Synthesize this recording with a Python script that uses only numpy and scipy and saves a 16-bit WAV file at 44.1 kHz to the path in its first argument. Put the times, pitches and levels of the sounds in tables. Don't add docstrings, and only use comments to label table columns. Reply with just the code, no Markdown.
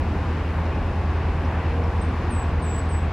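import sys
import numpy as np
from scipy import signal
from scipy.fft import rfft, irfft
from scipy.io import wavfile
from scipy.ndimage import uniform_filter1d

SR = 44100
rng = np.random.default_rng(int(sys.argv[2]) if len(sys.argv) > 2 else 0)


def digitize_waveform(pressure):
    field = np.atleast_2d(pressure).T
    bounded = np.clip(field, -1, 1)
    quanta = np.round(bounded * 32767).astype(np.int16)
    wavfile.write(sys.argv[1], SR, quanta)


N = 137592

# frequency_hz, relative_density_db
TRAFFIC_SPECTRUM = [(12, -30), (24, -14), (40, -0.5), (85, 0), (110, -3), (170, -4.5), (260, -6),
                    (400, -10.5), (580, -14.5), (800, -12), (1050, -13.5), (1300, -19), (1650, -19.5),
                    (2100, -24), (2550, -25), (3200, -33), (4200, -38.5), (5300, -42.5), (6200, -48),
                    (9000, -55), (12000, -61), (15000, -68.5)]
# frequency_hz, side_minus_mid_db
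TRAFFIC_WIDTH = [(80, -70), (170, -51), (350, -20.5), (700, -23.5), (1400, -13.5), (2800, -10), (5000, -4),
                 (14000, -0.5)]
# frequency_hz, left_minus_right_db
TRAFFIC_LEAN = [(180, 0), (700, .8), (1400, 1.5), (2800, .8), (5000, -.4), (12000, 0)]
# time_s, gain_db
TYRE_RIDE = [(0, 0), (1.3, -0.7), (1.9, 1), (3.12, 0.6)]
# pitch_hz, rms_db, loudest_at_s, swell_width_s
TRAFFIC_WHINES = [(469, -39.5, 1.85, 0.2), (468, -43.5, 2.68, .1), (526.5, -48.5, 1.7, 2.2),
                  (1131, -51, 2.3, 1.5)]
# shaft_multiple, rms_db
ENGINE_ORDERS = [(2, -38.5), (3, -34.5), (3.5, -36.5), (4, -25), (4.5, -42.5), (5.5, -44), (6, -43.5),
                 (7.5, -46.5), (8, -42)]
# delay_s, gain_db
TRUNK_ECHOES = [(.0075, -6), (.016, -13), (.034, -17), (.043, -21), (.068, -19)]
# start_s, onset_level_db
CLAW_TICKS = [(.656, -49.5), (.753, -53), (1.451, -51), (1.838, -52)]
# start_s, length_s, rise_s, crest_hz, fall_s, held_hz, last_hz, level_db, swell_db
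BIRD_NOTES = [(2.009, .019, 0.0057, 8580, .022, 7900, 7840, -43.5, 2),
              (2.300, .138, .005, 9070, .053, 7930, 7640, -46.5, -4),
              (2.616, .186, .009, 8690, .039, 7715, 7920, -44, 6),
              (2.887, 0.114, 0.007, 8730, .038, 7870, 7830, -47, 0)]


def undb(db):
    return 10 ** (np.asarray(db) / 20)


def curve(points, hz):
    p = np.array(points, float)
    return np.interp(np.log(np.maximum(hz, 1)), np.log(p[:, 0]), p[:, 1])


def wander(rate_hz):
    hold = max(int(SR / rate_hz), 1)
    steps = np.repeat(rng.standard_normal(N // hold + 2), hold)
    return np.sqrt(2) * uniform_filter1d(uniform_filter1d(steps, hold), hold)[:N]


def running_phase(hz):
    return 2 * np.pi * np.cumsum(hz) / SR


def octaves_from(hz, centre_hz):
    return np.log2(np.maximum(hz, 1) / centre_hz)


def traffic(hz, bands=10, rms_db=-27.5, swell_db=.23, flicker_db=.75):
    mid, side = rfft(rng.standard_normal((2, N))) * undb(curve(TRAFFIC_SPECTRUM, hz))
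    left_right = np.array([[1], [-1]])
    stereo = mid + left_right * side * undb(curve(TRAFFIC_WIDTH, hz))
    stereo *= undb(left_right * curve(TRAFFIC_LEAN, hz) / 2)
    octave = np.clip(octaves_from(hz, 20), 0, bands - 1)
    shared_swell = swell_db * wander(.76)
    rush = np.zeros((2, N))
    for k in range(bands):
        band = irfft(stereo * np.maximum(1 - abs(octave - k), 0), N)
        rush += band * undb(shared_swell + flicker_db * wander(9.9))
    return rush * undb(rms_db) / np.std(rush)


def tyre_swell(rush, t, hz, centre_hz=1000):
    band = irfft(rfft(rush) * np.exp(-2 * octaves_from(hz, centre_hz) ** 2), N)
    gain = undb(np.interp(t, *np.array(TYRE_RIDE).T))
    return rush + band * (gain - 1)


def whines(t, waver_db=1.3, drift=.0025):
    out = np.zeros(N)
    for pitch_hz, db, loudest_at, width in TRAFFIC_WHINES:
        swell = np.exp(-((t - loudest_at) / width) ** 2 / 2)
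        gain = undb(db + waver_db * wander(9.16)) * swell
        out += gain * np.sin(running_phase(pitch_hz * (1 + drift * wander(24.86))))
    return np.sqrt(2) * out


def engine(shaft_hz=20.3, drift=.004, waver_db=.33):
    shaft_phase = running_phase(shaft_hz * (1 + drift * wander(2.93)))
    drone = np.zeros(N)
    for order, db in ENGINE_ORDERS:
        gain = undb(db + waver_db * wander(6.1))
        drone += gain * np.sin(order * shaft_phase + 2 * np.pi * rng.random())
    return np.sqrt(2) * drone


def tree_echoes(source, t, tail_db=-4.5, t60_s=.23, width=1.7):
    mid, side = rng.standard_normal((2, N)) * undb(-60 * t / t60_s)
    fade_in = np.clip(t / .0051, 0, 1)
    tail = (mid + width * side * np.array([[1], [-1]])) * fade_in
    response = tail * undb(tail_db) / np.sqrt(np.sum(tail ** 2) / 2)
    for delay, db in TRUNK_ECHOES:
        response[:, int(delay * SR * (1 + .02 * rng.standard_normal()))] += undb(db)
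    return source + signal.fftconvolve(source[None], response, axes=1)[:, :N]


def claws(t, hz, centre_hz=5200, width_octaves=.17, t60_s=.03):
    colour = np.exp(-(octaves_from(hz, centre_hz) / width_octaves) ** 2 / 2)
    crackle = irfft(rfft(rng.standard_normal(N)) * colour, N)
    envelope = sum((t >= start) * undb(db - 60 * abs(t - start) / t60_s) for start, db in CLAW_TICKS)
    return crackle / np.std(crackle) * envelope


def bird(t, attack_s=.0086, release_s=.007, rise_hz_per_s=25000, octave_db=-31):
    out = np.zeros(N)
    waver_hz, flutter_db = 19.3 * wander(250), .8 * wander(250)
    for start, length, rise_s, crest_hz, fall_s, held_hz, last_hz, db, swell_db in BIRD_NOTES:
        age = t - start
        progress = np.clip(age / length, 0, 1)
        flick = rise_hz_per_s * np.clip(age - rise_s, -rise_s, 0)
        drop = (crest_hz - held_hz) * np.clip(1 - (age - rise_s) / fall_s, 0, 1) ** 1.4
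        end_bend = (last_hz - held_hz) * progress ** 4
        phase = running_phase(held_hz + flick + drop + end_bend + waver_hz)
        whistle = np.sin(phase) + undb(octave_db) * np.sin(2 * phase)
        envelope = np.clip(age / attack_s, 0, 1) * np.clip((length - age) / release_s, 0, 1)
        out += whistle * envelope * undb(db + swell_db * (progress - .5) + flutter_db)
    return out


def scene():
    t = np.arange(N) / SR
    hz = np.arange(N // 2 + 1) * SR / N
    bed = tyre_swell(traffic(hz), t, hz) + engine() + whines(t)
    return bed + tree_echoes(bird(t) + claws(t, hz), t)


def record(dry):
    top_hz = 15750
    return signal.sosfilt(signal.ellip(10, .1, 80, top_hz, fs=SR, output="sos"), dry)


dry = scene()
out = record(dry)
digitize_waveform(out)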